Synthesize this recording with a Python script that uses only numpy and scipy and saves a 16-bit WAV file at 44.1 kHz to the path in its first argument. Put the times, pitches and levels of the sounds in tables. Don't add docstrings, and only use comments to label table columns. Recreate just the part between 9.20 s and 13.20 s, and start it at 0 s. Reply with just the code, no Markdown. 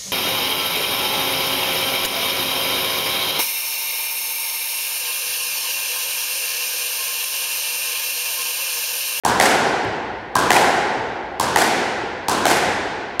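import sys
import numpy as np
from scipy import signal
from scipy.fft import rfft, irfft
from scipy.io import wavfile

SR = 44100
rng = np.random.default_rng(int(sys.argv[2]) if len(sys.argv) > 2 else 0)


def generate_wav(sig):
    pcm = np.round(np.clip(np.atleast_2d(sig).T, -1, 1) * 32767).astype(np.int16)
    wavfile.write(sys.argv[1], SR, pcm)


N = 176400
GAP_S = .004

# t/s, level/dB, treble/dB, string ring/dB
STROKES = [(.0493, .8, -.7, 0), (1.1534, .7, -1, 6), (2.1973, -2, .6, -3), (3.0833, -1.7, 1.6, 3),
           (3.9953, -.5, 0, 0)]
# f/Hz, level/dB
CRACK_TONE = [(30, -30), (150, -12), (500, -9), (1500, -6), (2500, -6), (4200, -2), (7000, -1), (10000, -4),
              (15000, -14)]
# f/Hz, level/dB, time to fade 60 dB/s
STRING_NOTES = [(1020, 0, .8), (1125, -2, .4), (1285, -6, .3), (1610, -3, .35), (4250, -17, .25)]
# delay/s, level/dB
RACKET_ECHOES = [(.0102, -8), (.0119, -5), (.0295, -9), (.0345, -9), (.046, -12)]
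# f/Hz, level/dB
RACKET_TAIL = [(30, -44), (58, -14), (120, -10.5), (220, -7), (380, -5), (560, -7.5), (820, -5.5),
               (1020, -1), (1250, -9.5), (1550, -6), (1950, -16), (3600, -18.3), (7500, -22.3),
               (10500, -26.5), (15000, -37)]


def racket(level_db=-6.5, pock_hz=860, scatter=.13):
    out, t, ring_t = np.zeros(N), clock(.03), clock(.6)
    for s, db, treble_db, ring_db in STROKES:
        for delay, echo_db in [(0, 0)] + RACKET_ECHOES:
            crack = amp(treble_db - 9) * noise(CRACK_TONE, t) * swell(t, peak_s=.0014, sharp=1.1)
            detune = np.exp(scatter * rng.normal())
            pock = amp(1.5) * sine(pock_hz * detune, t) * swell(t, peak_s=.004, sharp=11)
            push = push_of_air(t, at_s=.0045, width_s=.00055, db=-5)
            add(out, s + delay, amp(level_db + db + echo_db) * (crack + pock + push))
        ring = sum(amp(note_db + rng.normal(0, 2) - 60 * ring_t / fade_s) * sine(hz, ring_t)
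                   for hz, note_db, fade_s in STRING_NOTES)
        add(out, s + GAP_S, amp(db + ring_db - 26) * ring)
        add(out, s + GAP_S, amp(db) * court_tail(shaded(RACKET_TAIL, treble_db, boom_db=0)))
    return out


# t/s, level/dB, treble/dB, knock f/Hz, pop f/Hz, pop/dB, court boom/dB
WALL_HITS = [(-.85, -1, 0, 1900, 740, 0, 0), (.1993, .5, .3, 2000, 740, -5, .5),
             (1.3052, .7, -.8, 1900, 790, -2, 1.8), (2.3599, -1, .6, 1700, 780, 1, -1.5),
             (3.2543, -1.5, 1.1, 1480, 730, -2, -1)]
# f/Hz, level/dB
SLAP_TONE = [(30, -30), (150, -10), (400, -2), (1000, -3), (1600, 5), (2900, 4.5), (4000, 0), (5500, -1),
             (9000, -4), (15000, -14)]
# delay/s, level/dB
WALL_ECHOES = [(.0095, -10), (.0118, -2), (.0265, -7), (.0565, -6.5), (.0605, -4.5), (.116, -11)]
# f/Hz, level/dB
WALL_TAIL = [(45, -42), (120, -14.3), (220, -5.3), (290, -5.5), (380, -2), (490, -2.5), (610, -6), (720, 2),
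             (860, 2), (1020, -8), (1200, -12.3), (1470, -4), (1700, -6.2), (1950, -5.7), (2600, -12.3),
             (3600, -15.3), (5200, -16), (7500, -17.7), (10500, -20), (13000, -24), (16000, -33)]


def front_wall(level_db=-5.5, direct_db=1.8, scatter=.1, tail_gap_s=.008):
    out, t = np.zeros(N), clock(.03)
    for s, db, treble_db, knock_hz, pop_hz, pop_db, boom_db in WALL_HITS:
        for delay, echo_db in [(0, direct_db)] + WALL_ECHOES:
            slap = amp(treble_db - 4.8) * noise(SLAP_TONE, t) * swell(t, peak_s=.0006, sharp=.55)
            detune = np.exp(scatter * rng.normal())
            knock = amp(-1) * sine(knock_hz * detune, t) * swell(t, peak_s=.0011, sharp=1.6)
            pop = sine(pop_hz * detune, t) * swell(t, peak_s=.0035, sharp=4)
            pop += push_of_air(t, at_s=.003, width_s=.00045, db=-6)
            add(out, s + delay, amp(level_db + db + echo_db) * (slap + knock + amp(pop_db) * pop))
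        add(out, s + tail_gap_s, amp(db) * court_tail(shaded(WALL_TAIL, treble_db, boom_db)))
    return out


def push_of_air(t, at_s, width_s, db):
    u = (t - at_s) / width_s
    return amp(db) * u * np.exp(-u * u / 2)


# t/s, level/dB, tick/dB
THUDS = [(.648, -4, -15), (1.765, -8, -40), (2.775, -11, -40), (3.455, -6, -40)]
# f/Hz, level/dB
BOARD_TONE = [(25, -25), (55, -2), (110, 0), (180, -8), (400, -16), (1500, -30), (8000, -60)]


def floor_thuds(level_db=-18, tail_db=-9):
    out, t = np.zeros(N), clock(.2)
    for s, db, tick_db in THUDS:
        boards = amp(-10) * noise(BOARD_TONE, t) * swell(t, peak_s=.012, sharp=1.1)
        tick = amp(tick_db) * noise(CRACK_TONE, t) * swell(t, peak_s=.0005, sharp=.8)
        add(out, s, amp(level_db + db) * (boards + tick))
        add(out, s + GAP_S, amp(tail_db + db) * court_tail(BOARD_TONE))
    return out


# f/Hz, time to fade 60 dB/s
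FADE_TIMES = [(60, 2.3), (220, 2.2), (380, 3.2), (800, 2.5), (1800, 2.55), (2600, 2.25), (3600, 1.95),
              (5200, 1.5), (7500, 1.05), (10500, .73), (15000, .48)]
# f/Hz, rise time/s
RISE_TIMES = [(100, .016), (800, .021), (2000, .02), (5000, .008)]


def court_tail(tone, first_echoes_per_s=2000, thicken_s=.05):
    t = clock(2.6)
    chance = np.minimum(first_echoes_per_s * (1 + (t / thicken_s) ** 2) / SR, 1)
    echoes = rng.choice([-1, 1], len(t)) * (rng.random(len(t)) < chance) / np.sqrt(chance)
    hz, s, bands = signal.stft(echoes, SR, nperseg=256)
    rise = 1 - np.exp(-s / along(RISE_TIMES, hz)[:, None])
    fade = amp(-60 * s / along(FADE_TIMES, hz)[:, None])
    tail = signal.istft(bands * rise * fade, SR, nperseg=256)[1]
    return coloured(tail, tone)


def shaded(tone, treble_db, boom_db):
    treble = [(1500, 0), (3000, 1)]  # f/Hz, share of the boost
    boom = [(500, 0), (700, 1), (900, 1), (1200, 0)]
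    return [(hz, db + treble_db * along(treble, hz) + boom_db * along(boom, hz)) for hz, db in tone]


# f/Hz, level/dB
RUMBLE_TONE = [(20, -32), (38, -20), (56, 1.5), (100, -6), (200, -7), (360, 1), (560, -4), (800, -2),
               (1200, -15), (2000, -15), (5000, -35), (9000, -44), (15000, -51)]


def ventilation(level_db=-43):
    return amp(level_db) * noise(RUMBLE_TONE, np.arange(N))


def amp(db):
    return 10 ** (np.asarray(db) / 20)


def along(points, hz):
    f, values = np.transpose(points)
    return np.interp(np.log(hz + 1), np.log(f + 1), values)


def clock(s):
    return np.arange(int(s * SR)) / SR


def sine(hz, t):
    return np.sin(2 * np.pi * hz * t)


def add(track, s, x):
    i = round(s * SR)
    x, i = x[max(-i, 0):], max(i, 0)
    track[i:i + len(x)] += x[:max(len(track) - i, 0)]


def coloured(x, tone, size=4096):
    log_gain = np.log(amp(along(tone, np.fft.rfftfreq(size, 1 / SR))))
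    folded = irfft(log_gain)
    folded[1:size // 2] *= 2
    folded[size // 2 + 1:] = 0
    response = irfft(np.exp(rfft(folded)))
    return signal.fftconvolve(x, response)[:len(x)]


def noise(tone, t):
    x = coloured(rng.standard_normal(len(t)), tone)
    return x / x.std()


def swell(t, peak_s, sharp):
    u = np.maximum(t, 0) / peak_s
    return (u * np.exp(1 - u)) ** sharp


def scene():
    return (racket() + front_wall() + floor_thuds() + ventilation())[None]


def record(dry, start_s=.036, ceiling=.9, top_hz=15900):
    opened = dry * (np.arange(N) > start_s * SR)
    rounded = opened / (1 + np.abs(opened / ceiling) ** 6) ** (1 / 6)
    treble_cut = signal.firwin(161, top_hz, window=("kaiser", 9), fs=SR)
    return signal.fftconvolve(rounded, treble_cut[None], "same")


dry = scene()
out = record(dry)
generate_wav(out)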